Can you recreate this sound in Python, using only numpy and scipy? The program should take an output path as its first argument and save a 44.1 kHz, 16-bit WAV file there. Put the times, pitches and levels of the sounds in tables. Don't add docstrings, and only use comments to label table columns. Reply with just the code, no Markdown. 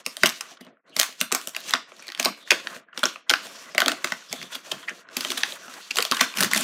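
import sys
import numpy as np
from scipy import signal
from scipy.io import wavfile
from scipy.ndimage import uniform_filter1d

SR = 44100
rng = np.random.default_rng(int(sys.argv[2]) if len(sys.argv) > 2 else 0)


def voltage_ratio(level):
    return 10 ** (np.asarray(level, float) / 20)


def digitize_waveform(pressure):
    field = np.atleast_2d(pressure).T
    bounded = np.clip(field, -1, 1)
    quanta = np.round(bounded * 32767).astype(np.int16)
    wavfile.write(sys.argv[1], SR, quanta)


N = 292383

# pitch_hz, width_hz, level_db
BOX_MODES = [
    (193, 76, -3),
    (282, 14, 2.5),
    (344, 57, -2.5),
    (481.6, 20, 2),
    (536, 25, 2),
    (670, 74, 1.5),
]


def rms_one(x):
    return x / np.sqrt(np.mean(x ** 2) + 1e-20)


def cut(x, hz, kind, order=2):
    sos = signal.butter(order, np.clip(hz, 20, .45 * SR), kind, fs=SR, output="sos")
    return signal.sosfilt(sos, x)


def resonate(x, hz, width_hz):
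    r = np.exp(-np.pi * width_hz / SR)
    poles = [1, -2 * r * np.cos(2 * np.pi * hz / SR), r * r]
    return signal.lfilter([(1 - r * r) / 2, 0, (r * r - 1) / 2], poles, x)


def body(x, modes):
    return sum((-1) ** k * voltage_ratio(db) * resonate(x, hz, width_hz) for k, (hz, width_hz, db) in enumerate(modes))


def drift(rate_hz):
    r = np.exp(-2 * np.pi * rate_hz / SR)
    noise = rng.standard_normal(N + 9000)
    return rms_one(signal.lfilter([1], [1, -2 * r, r * r], noise)[9000:])


def snaps(strain_s=0.0021, strain_db=-26, after_s=0.0058, after_db=-17, rise=0.27, fall=0.48, spikiness=1.3,
          sharpness=7.3, broad_db=-13.0, crack_db=-6.5, ring_in_room=.3, broad_in_room_db=5):
    # start_s, peak_db,
    # flap_ring_hz, crack_re_peak_db, length_ms
    breaks = [(0.0546, -37.5, 3060, 5, 2.1), (0.0635, -8.5, 2664, 2, 2.2),
              (0.1688, -18, 3060, 5, 2.2), (0.2275, -29, 4010, 2, 2.5), (0.2352, 4.5, 1524, -6, 4.4),
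              (0.259, 0, 2840, 2, 2.9), (0.2635, -3.5, 5340, -5, 1.6), (0.2712, -13.5, 3920, 10, 1.6),
              (0.2751, -19.5, 5870, -2, 1.2), (0.292, -10.5, 5440, 1, 1.1),
              (0.2982, -13.5, 5400, -6, 1.4), (0.4096, -12.5, 5430, -4, 2.5),
              (0.5726, -37.5, 1440, -18, 10), (0.6106, -34.5, 2000, 0, 12.0),
              (0.6491, -44, 1680, 8, 1.7), (0.6672, -37, 900, -14, 1.1),
              (0.7709, -49.5, 1350, -29, 2.1), (0.8961, -52.5, 4140, 8, 4.5),
              (0.9659, -10, 3680, 2.5, 4.4), (0.9884, -20, 2280, 6.5, 2.4), (0.994, -4, 5450, 1, 1.0),
              (0.998, -1.5, 3080, 9, 2.6), (1.0135, -1.5, 3760, 3.5, 0.8),
              (1.0314, -3.5, 3500, 1.5, 1.5), (1.1022, -30.5, 1360, -15, 2.4),
              (1.1256, -33, 3850, -4.5, 2.6), (1.2092, -36, 3460, 3, 1.1),
              (1.213, -5, 2820, 4.5, 2.3), (1.3102, -27.5, 1000, -23.5, 1.5),
              (1.3183, -7.5, 1230, -2, 0.79), (1.3241, -8.5, 1190, 10, 4.2),
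              (1.349, -3.5, 6200, 7, 0.8), (1.4145, -28.5, 5430, 12.5, 1.5),
              (1.4735, -20, 2890, 11.5, 2.7), (1.4848, -30, 5940, 14, 1.4),
              (1.4934, -29.5, 5360, 10, 2.4), (1.5487, -18.5, 1980, -12, 2.2),
              (1.5555, -28, 2950, -2, 1.8), (1.5649, -10, 2700, -1.5, 3.5), (1.605, -34, 2240, 13, 1),
              (1.6947, -18, 6120, -7, 3.4), (1.7085, -14.5, 3440, 2.5, 3.5),
                    (1.7282, -22, 2030, -4, 2.3), (1.7376, 1.5, 1480, -15, 3.1),
                    (1.7515, -11, 1400, -20, 1.9), (1.7576, -20, 1340, -6, 2.1),
                    (1.9193, -31, 1230, -18, 2.3), (1.9663, -38, 4330, 2, 2.4),
                    (1.9946, -35, 1330, -18, 2.4), (2.0248, -31, 2430, -4.5, 5.5),
                    (2.0697, -30, 2370, 2, 3.1), (2.0818, -20, 3900, -9, 1.8), (2.089, -22, 1910, -9, 1.6),
                    (2.1015, -22, 1870, -9, 1.6), (2.1206, -21, 1940, -4, 1.8),
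                    (2.149, -18.5, 1840, -8, 1.5), (2.176, -24.5, 1920, -8, 1.4),
                    (2.1985, -6, 2630, -1.5, 4.7), (2.2286, -14, 2480, 2.5, 2.9),
                    (2.2493, -9.5, 4600, 6.5, 3.7), (2.2573, 1.5, 1120, -8.5, 1.4),
                    (2.476, -27, 1850, -15.5, 1.6), (2.5076, 3.5, 2480, -9.5, 3.9),
                    (2.5173, 3, 2470, -11, 2.1), (2.5257, -13.5, 2450, -11, 1.1),
                    (2.5317, -17, 2200, -18, 0.89), (2.5818, -31, 2370, -4.5, 4.8),
                    (2.601, -28, 1940, -5, 1.4), (2.6717, -12.5, 1760, -18, 1.9),
                    (2.7648, -25, 1630, -14, 1.7), (2.886, -43, 1620, -43, 2.5),
                    (2.9313, -34.5, 1340, -28.5, 7.1), (2.947, -40, 1680, -14, 2.3),
                    (2.9766, -13.5, 1550, -4, 2.9), (2.9927, -24, 3490, 4, 5.0),
                    (3.033, -5.5, 1440, -9, 3.2), (3.0381, -4, 1420, -8.5, 2.6),
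                    (3.0556, -0.5, 1480, -8.5, 0.84), (3.1592, -22, 1250, -24.5, 2.7),
                    (3.2963, 3, 3380, -8, 1.6),
              (3.3023, -1.5, 3500, -5, 2.6), (3.311, -6, 1490, -3, 2.4),
                    (3.3375, 0.5, 1540, -16.5, 2.45), (3.3574, -19, 1570, -18, 1.3),
                    (3.4696, -29, 905, -14, 2.4), (3.658, -33, 2130, -9, 3.4), (3.7489, -13, 2030, -9, 1.5),
                    (3.7807, 6, 2120, -5, 0.99), (3.7894, -25, 1810, -15, 0.74),
                    (3.8037, -1.5, 1600, -3.5, 2.9), (3.819, 0.5, 1530, -12.5, 2),
                    (3.8606, -3, 2080, -4, 1.8), (3.8819, -1, 1600, -3, 2.2), (3.895, -12, 1770, -14, 2.2),
                    (3.9182, -8.5, 1370, -8.5, 4.3), (4.0449, -7, 1390, -2.5, 3.9),
                    (4.0728, -20.5, 1380, -5, 1.2), (4.122, -9.5, 1570, -10.5, 3.6),
                    (4.1376, -26.5, 2260, -2.5, 1.3), (4.328, -14, 5300, 5.5, 2.8),
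                    (4.4154, -22.5, 2130, -7, 2.3), (4.428, -22, 2400, -8, 6.1),
                    (4.5521, -17.5, 3340, -2, 18), (4.7174, -11.5, 3320, -1.5, 8.4),
                    (4.83, -35, 2110, -4, 5), (4.8845, -16.5, 2010, -44, 15),
                    (4.8941, -18.5, 1680, -7, 0.68), (5.0708, -46, 1530, -25, 1.9),
                    (5.0883, -31.5, 1530, -18.5, 2.2), (5.0991, -43, 1530, -12, 1.9),
                    (5.1118, -39.5, 1590, -10.5, 3.9), (5.1687, -9.5, 4370, 2.5, 5.3),
                    (5.1781, -28.5, 4500, 0, 2.8), (5.2083, -13.5, 4360, -2, 4.8),
                    (5.249, -8.5, 1900, -6.5, 2.3), (5.3038, -12.5, 3160, 0, 4.4),
                    (5.3185, -12, 3080, 0.5, 4.4), (5.377, -14, 3180, 3.5, 13),
                    (5.4053, -24, 3340, -5, 3.2), (5.4343, -2.5, 1680, -12.5, 2.6),
              (5.507, -27, 3510, -2.5, 2.7), (5.523, -18, 3440, -30, 1.5), (5.6462, -40, 1510, -9, 1.3),
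                  (5.681, -31, 1350, -9, 3.2), (5.698, -31, 1360, -10, 1.8), (5.739, -31, 1550, 3, 12),
                  (5.9095, -12, 2630, -10, 6.3), (5.916, -19, 4400, -17, 1.6),
                  (5.958, -15.5, 2730, 5.5, 1.3), (5.9705, -10.5, 2620, 2.5, 5.8), (5.978, -20, 6000, 6, 2),
                  (5.9861, 1, 1520, 0, 2), (6.005, -8, 4300, -7, 1.5), (6.0248, -7.5, 4220, -0.5, 6),
                  (6.0513, -9.5, 3370, -1, 2.2), (6.065, -27, 3030, 1.5, 0.97),
                  (6.1138, -3.5, 4800, -1, 1.8), (6.1214, -4.5, 1190, -4, 2.5),
                  (6.1466, -14.5, 1670, -3, 8), (6.1693, -15.5, 1650, 2, 6), (6.1953, -15, 900, -8, 10),
                  (6.2111, -0.5, 1095, 0, 5.9), (6.3401, -24, 1000, -13, 2.2), (6.3725, -12, 5500, 2, 2.4),
                  (6.386, -12, 2360, 3, 4.4), (6.3922, -15, 1660, 4, 2), (6.4066, -6.5, 1750, 7, 3.3),
                  (6.4115, -8.5, 1680, 12, 0.5), (6.4265, -5.5, 2860, -2, 1.7),
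                  (6.4336, -3.5, 3800, 3.5, 2.3), (6.4462, -10, 1740, 3, 2.1),
                  (6.5136, -13, 2000, -0.5, 1.9), (6.5344, -1.5, 2050, 0, 2),
                  (6.5477, -9.5, 2070, 3.5, 4.2), (6.5617, -9.5, 1670, 1, 10), (6.5725, -11, 2090, 3, 2.5),
                  (6.577, -10, 1740, 5, 4), (6.608, -16, 1140, 7, 0.9), (6.61, -18.5, 5920, 14, 0.84),
                  (6.6216, -29, 2930, 0, 2.8)]
    events = breaks
    lead = 500
    t = (np.arange(1700) - lead) / SR
    draws = rng.standard_normal((len(events), 2, len(t) + 1))
    near, around = np.zeros((2, N + len(t)))
    for (start_s, peak_db, hz, high_db, length_ms), (a, b) in zip(events, draws):
        strain = voltage_ratio(strain_db) * np.exp(-abs(t) / strain_s)
        after = voltage_ratio(after_db) * np.exp(-t / after_s)
        part = t / max(length_ms, .5) * 1000
        spike = np.exp(-abs(part / np.where(part < 0, rise, fall)) ** spikiness)
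        shape = spike + np.where(t > 0, after, strain)
        burst = shape * a[1:]

        overtone_hz = hz * np.exp((0.23 + 0.56 * abs(a[0])) * np.sign(2700 - hz))
        overtone = voltage_ratio(-4.0 + 0.33 * high_db) * resonate(burst, overtone_hz, overtone_hz / sharpness)
        modes = resonate(burst, hz, hz / sharpness) + overtone
        broad = voltage_ratio(broad_db + 0.5 * max(high_db, -32)) * cut(burst, [950, 5500], "band")
        top_hz = max(7000 * voltage_ratio(0.5 * min(high_db + 11, 0)), 1.8 * hz)
        mixes = [modes + broad, ring_in_room * modes + voltage_ratio(broad_in_room_db) * broad]
        ring, blend = cut(mixes, [800, top_hz], "band")

        crack = cut(cut(shape ** 1.47 * b[1:], 4900, "high", order=3), 7600, "low", order=1)
        crack = voltage_ratio(peak_db + high_db + crack_db) * crack / abs(crack).max()
        ring_gain = voltage_ratio(peak_db - 1.5) / abs(ring).max()
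        first = round(start_s * SR) - lead
        near[first:first + len(t)] += ring_gain * ring + crack
        around[first:first + len(t)] += ring_gain * blend + crack
    return near[:N], around[:N]


def thumps(damping=1.49, push_s=0.0035, scatter_db=4.5, peak_db=3.5):
    # start_s, level_db
    jolts = [(0.064, -35), (0.171, -43.5), (0.235, -17), (0.513, -47), (0.608, -40.5), (0.664, -43),
             (0.965, -33.5), (0.994, -28), (1.086, -45), (1.212, -29.5), (1.322, -26.5), (1.346, -31.5),
             (1.472, -38), (1.565, -40.5), (1.738, -29), (1.917, -48), (2.083, -45), (2.196, -28),
             (2.256, -20.5), (2.285, -48), (2.517, -21), (2.76, -41.5), (2.974, -37.5), (3.031, -24.5),
             (3.053, -29.5), (3.157, -46), (3.307, -26.5), (3.453, -45), (3.658, -48), (3.748, -29.5),
             (3.78, -24), (3.819, -23), (3.862, -26.5), (3.884, -25), (3.919, -29.5), (4.044, -28),
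             (4.119, -32.5), (4.326, -30.5), (4.431, -43.5), (4.554, -42), (4.666, -47), (4.718, -29.5),
             (4.909, -48), (5.168, -29.5), (5.249, -36.5), (5.301, -33), (5.379, -36.5), (5.434, -44),
             (5.523, -44), (5.678, -43.5), (5.906, -45), (5.97, -35), (5.986, -24), (6.049, -35),
             (6.112, -27), (6.21, -26.5), (6.412, -26.5), (6.432, -27), (6.559, -29), (6.597, -39)]
    t = np.arange(6000) / SR
    out = np.zeros(N + len(t))
    draws = rng.standard_normal((len(jolts), len(t) + len(BOX_MODES)))
    for (start_s, db), draw in zip(jolts, draws):
        modes = [(hz, damping * width_hz, mode_db + scatter_db * z)
                 for (hz, width_hz, mode_db), z in zip(BOX_MODES, draw)]
        push = draw[len(BOX_MODES):] * t * np.exp(-t / push_s * 2)
        boom = cut(cut(body(push, modes), 1600, "low"), 170, "high", order=3)
        first = round(start_s * SR)
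        out[first:first + len(t)] += voltage_ratio(db + peak_db) * boom / abs(boom).max()
    return out[:N]


def grains(per_s, spread_db, smooth):
    born = rng.random(N) < per_s * voltage_ratio(6.5 * drift(25)) / SR
    sizes = voltage_ratio(spread_db * np.minimum(rng.exponential(1, N), 4)) * rng.choice([-1, 1], N)
    rubbing = smooth * voltage_ratio(0.4 * drift(40)) * rng.standard_normal(N)
    return rms_one(rms_one(born * sizes) + rubbing)


def effort():
    # start_s, length_s, effort_db, sag_db over the pull, weight_db on all paths, most on sheet
    pulls = [(0, 0.018, -43, 17, -0.5), (.065, 0.16, -41.5, 5, -10), (.2, 0.18, -36, -6, -10),
             (.4, 0.12, -46, -3.5, -3), (.6, 0.1, -87.5, -11, 12), (.87, 0.084, -68, -4, 2),
             (.98, 0.21, -19, 27.5, -11), (1.216, 0.05, -23, 30, -7), (1.32, 0.14, -40.5, -6, -7),
             (1.54, 0.18, -46.5, -20.5, -3.5), (1.74, 0.11, -44, 22, 1), (1.888, 0.19, -53.5, 0, -0.5),
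             (2.08, 0.056, -32, 19, -21), (2.2, 0.11, -30.5, 21, 0), (2.378, 0.04, -46.5, 7, -1.5),
             (2.468, 0.045, -52.5, -10, 0), (2.53, 0.25, -41, 12.5, 3.5), (2.65, 0.11, -40.5, -1, 2.5),
             (2.87, 0.038, -90, 6, 9.5), (2.95, 0.048, -59, -22, 0), (3.06, 0.16, -27.5, 35.5, -4.5),
             (3.31, 0.16, -42, -8, -0.5), (3.49, 0.23, -40.5, 7.5, 0), (3.75, .26, -46, -1, 0),
             (4.05, 0.32, -30.5, 28.5, -2.5)]
    lifts = [(4.32, 0.078, -32.5, 14, -3.5), (4.4, 0.068, -40.5, 1, -5), (4.53, 0.066, -30.5, 16, -3),
             (4.648, .05, -42, -5, -3), (4.7, 0.22, -37, 15.5, -1), (4.88, 0.13, -44.5, 10.5, 1),
             (5.04, 0.066, -88, -14.5, 12.5), (5.11, 0.039, -59, -13.5, 3), (5.18, 0.232, -28, -2.5, -3.5),
             (5.45, 0.094, -34.5, -4.5, -2), (5.58, 0.2, -45.5, -6, -2), (5.74, 0.31, -40, 3, -5),
             (5.95, 0.1, -28, -4.5, -7), (6.11, 0.12, -32.5, -15, -4.5), (6.25, 0.12, -32, 10, -2),
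             (6.37, 0.083, -24, -6, 0.5), (6.52, 0.17, -23.5, -9.5, -1)]
    # level_db at mean effort, share of effort swing, share of weight, duck_db (ducked below)
    paths = [
        (-49.5, 0.54, 1, -92),
        (-48.5, 0.83, 0.56, -64),
        (-56.5, 0.86, 0.4, -91),
        (-55, 0.46, 0.97, -76),
    ]
    grip_db_per_s, let_go_db_per_s, mean_effort_db = 722.5, 463, -44
    mute_s, mute_width_s, mute_db = 0.826, 0.0097, -32.5
    duck_ratio = 0.57

    t = np.arange(0, N + 64, 64) / SR
    start_s, length_s, db, sag_db, weight_db = np.transpose(list(pulls) + list(lifts))[:, :, None]
    late_s = t - start_s
    pull_db = db - mean_effort_db - sag_db * np.clip(late_s / length_s, 0, 1)
    pull_db = pull_db + grip_db_per_s * np.minimum(late_s, 0)
    pull_db = pull_db - let_go_db_per_s * np.maximum(late_s - length_s, 0)
    muted_db = mute_db * np.exp(-((t - mute_s) / mute_width_s) ** 2)
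    levels = []
    for path_db, swing, share, duck_db in paths:
        level_db = path_db + np.max(swing * pull_db + share * weight_db, axis=0)
        ducked_db = level_db + muted_db + duck_ratio * np.minimum(level_db - duck_db, 0)
        levels.append(np.interp(np.arange(N) / SR, t, ducked_db))
    return levels


def rustle(patchy_db=2.0, mode_db=8.5, sheet_swell_db=4):
    # pitch_hz, width_hz, level_db
    fibre_modes = [
        (1090, 220, -4),
        (1450, 74, 6),
        (1550, 300, -3.5),
        (2010, 67, 2),
    ]
    rub = grains(per_s=1400, spread_db=2.5, smooth=0.99)
    sheet = body(voltage_ratio(sheet_swell_db * drift(36.0)) * rub, fibre_modes) + voltage_ratio(-6.5) * rub
    sheet = cut(sheet, [850, 2600], "band", order=3)
    wandering = sum(voltage_ratio(-14.0 + mode_db * drift(2.6)) * resonate(rub, hz, 330) for hz in (3550, 4400, 5900))
    rasp = cut(rub + wandering, [2600, 6800], "band", order=4)
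    hiss = cut(cut(rub, 5410, "high", order=4), 3200, "low", order=1)
    box = cut(body(rng.standard_normal(N), BOX_MODES), [125, 1100], "band")
    return sum(voltage_ratio(db + patchy_db * drift(10.0)) * rms_one(x)
               for db, x in zip(effort(), (sheet, rasp, hiss, box)))


def rubs(sharpness=6.3, smear=2.8):
    # mid_s, length_s, pitch_hz, level_db
    slides = [(0.089, 0.037, 5030, -48), (0.063, 0.013, 2930, -53), (0.64, 0.038, 2980, -59),
              (0.912, 0.038, 4040, -64), (0.954, 0.032, 3020, -49.5), (1.206, 0.002, 6000, -29),
              (1.49, .02, 6400, -48), (1.59, 0.031, 4000, -47), (1.7, 0.024, 2580, -49),
              (2.066, 0.034, 2350, -53.5), (2.46, 0.055, 3630, -51), (2.74, .04, 1200, -55),
              (3.564, 0.1, 5400, -52.5), (3.726, 0.022, 5000, -53), (4.301, 0.017, 5030, -47.5),
              (4.384, 0.091, 3440, -44.5), (4.535, 0.011, 3480, -39), (4.678, 0.013, 900, -51),
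              (4.838, .02, 3200, -47), (4.912, 0.016, 1690, -42), (5.03, 0.043, 1510, -60.5),
              (5.456, 0.058, 3500, -41.5), (5.665, 0.039, 1440, -46), (5.673, 0.097, 5800, -55),
              (5.838, 0.036, 4400, -56), (6.132, 0.01, 1100, -33), (6.225, 0.021, 2300, -26),
              (0.261, 0.014, 3100, -23), (2.27, 0.025, 1110, -32), (3.755, 0.0089, 3560, -40),
              (6.363, .01, 5000, -47), (5.781, 0.011, 762, -50), (2.907, 0.032, 1600, -60),
              (1.998, 0.0072, 5800, -48), (1.943, .015, 6800, -62), (2.246, .002, 4000, -23),
              (4.898, 0.017, 2800, -42), (2.522, 0.011, 1090, -23.5), (2.332, .002, 12000, -59),
              (2.49, .003, 10000, -54), (5.157, 0.0025, 7000, -44), (6.209, 0.0023, 5000, -17)]
    t = np.arange(N) / SR
    rub = grains(per_s=5300, spread_db=0.0, smooth=0.87)
    out = np.zeros(N)
    for mid_s, length_s, hz, db in slides:
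        width_hz = hz / sharpness + smear / length_s
        tone = rms_one(resonate(resonate(rub, hz, width_hz), hz, width_hz))
        out += voltage_ratio(db) * np.exp(-((t - mid_s) / length_s) ** 4) * tone
    return out


def flexing():
    # mid_s, pitch_hz, peak_db, length_s
    flexes = [
        (0.27, 200, -41, 0.04),
        (2.286, 222, -38.5, 0.036),
        (4.32, 136, -53, 0.015),
        (5.193, 260, -53, 0.041),
        (5.324, 265, -45.5, 0.059),
        (3.885, 282, -37.5, 0.056),
        (4.42, 178, -54.5, 0.076),
        (4.75, 170, -44.5, 0.024),
        (6.43, 197, -29, 0.042),
        (6.58, 240, -34.5, 0.059),
    ]
    t, out = np.arange(N) / SR, np.zeros(N)
    shake = rng.standard_normal(N)
    for mid_s, hz, db, length_s in flexes:
        swell = np.exp(-((t - mid_s) / length_s) ** 2)
        out += voltage_ratio(db) * swell * rms_one(resonate(resonate(shake, hz, 87), hz, 87))
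    return out


def room(x):
    # pitch_hz, t60_s, tail_db
    tail_bands = [
        (272, 0.21, -21.5),
        (1165, 0.18, -16.5),
        (2520, 0.34, -20.5),
        (5430, 0.28, -18),
        (11900, 0.18, -12),
    ]
    t = np.arange(SR // 3) / SR
    onset = np.clip((t - .002) / 0.0017, 0, 1)
    tail = 0
    for hz, t60_s, db in tail_bands:
        band = cut(rng.standard_normal(len(t)), [hz / 1.72, hz * 1.35], "band")
        band = band * onset * voltage_ratio(-60 * t / t60_s)
        tail = tail + voltage_ratio(db) * band / np.sqrt(hz * t60_s)
    return signal.fftconvolve(x, tail)[:N]


def gate(x, gate_db=-92.5, ratio=1.5, from_hz=2500, top_hz=15980, top_gate_db=-66):
    hz, _, bins = signal.stft(x, SR, nperseg=512)
    hz = hz[:, None]
    power = uniform_filter1d(uniform_filter1d(abs(bins) ** 2, size=5, axis=-1), size=7, axis=-2)
    under_db = np.minimum(10 * np.log10(np.maximum(power, 1e-16)) - gate_db, 0)
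    under_db = under_db * np.clip(hz / from_hz - 1, 0, .2) / .2
    top_under_db = 5 * np.minimum(10 * np.log10(power + 1e-16) - top_gate_db, 0)
    under_db = np.where(hz > top_hz, top_under_db, under_db)
    return signal.istft(bins * voltage_ratio(ratio * under_db), SR, nperseg=512)[1][..., :N]


def scene():
    near, around = snaps()
    thump = thumps()
    tail = voltage_ratio(10.0) * room(around + thump)
    return (near + thump + tail + rustle() + flexing() + rubs())[None]


def roll_off(x):
    return signal.sosfilt(signal.butter(12, 16960, fs=SR, output="sos"), x)


def record(dry):
    x = gate(.92 * np.tanh(dry / .92))
    x = cut(x, 83, "high")
    x = signal.sosfilt(signal.cheby2(10, 60, 16850, fs=SR, output="sos"), x)
    return roll_off(x)


dry = scene()
out = record(dry)
digitize_waveform(out)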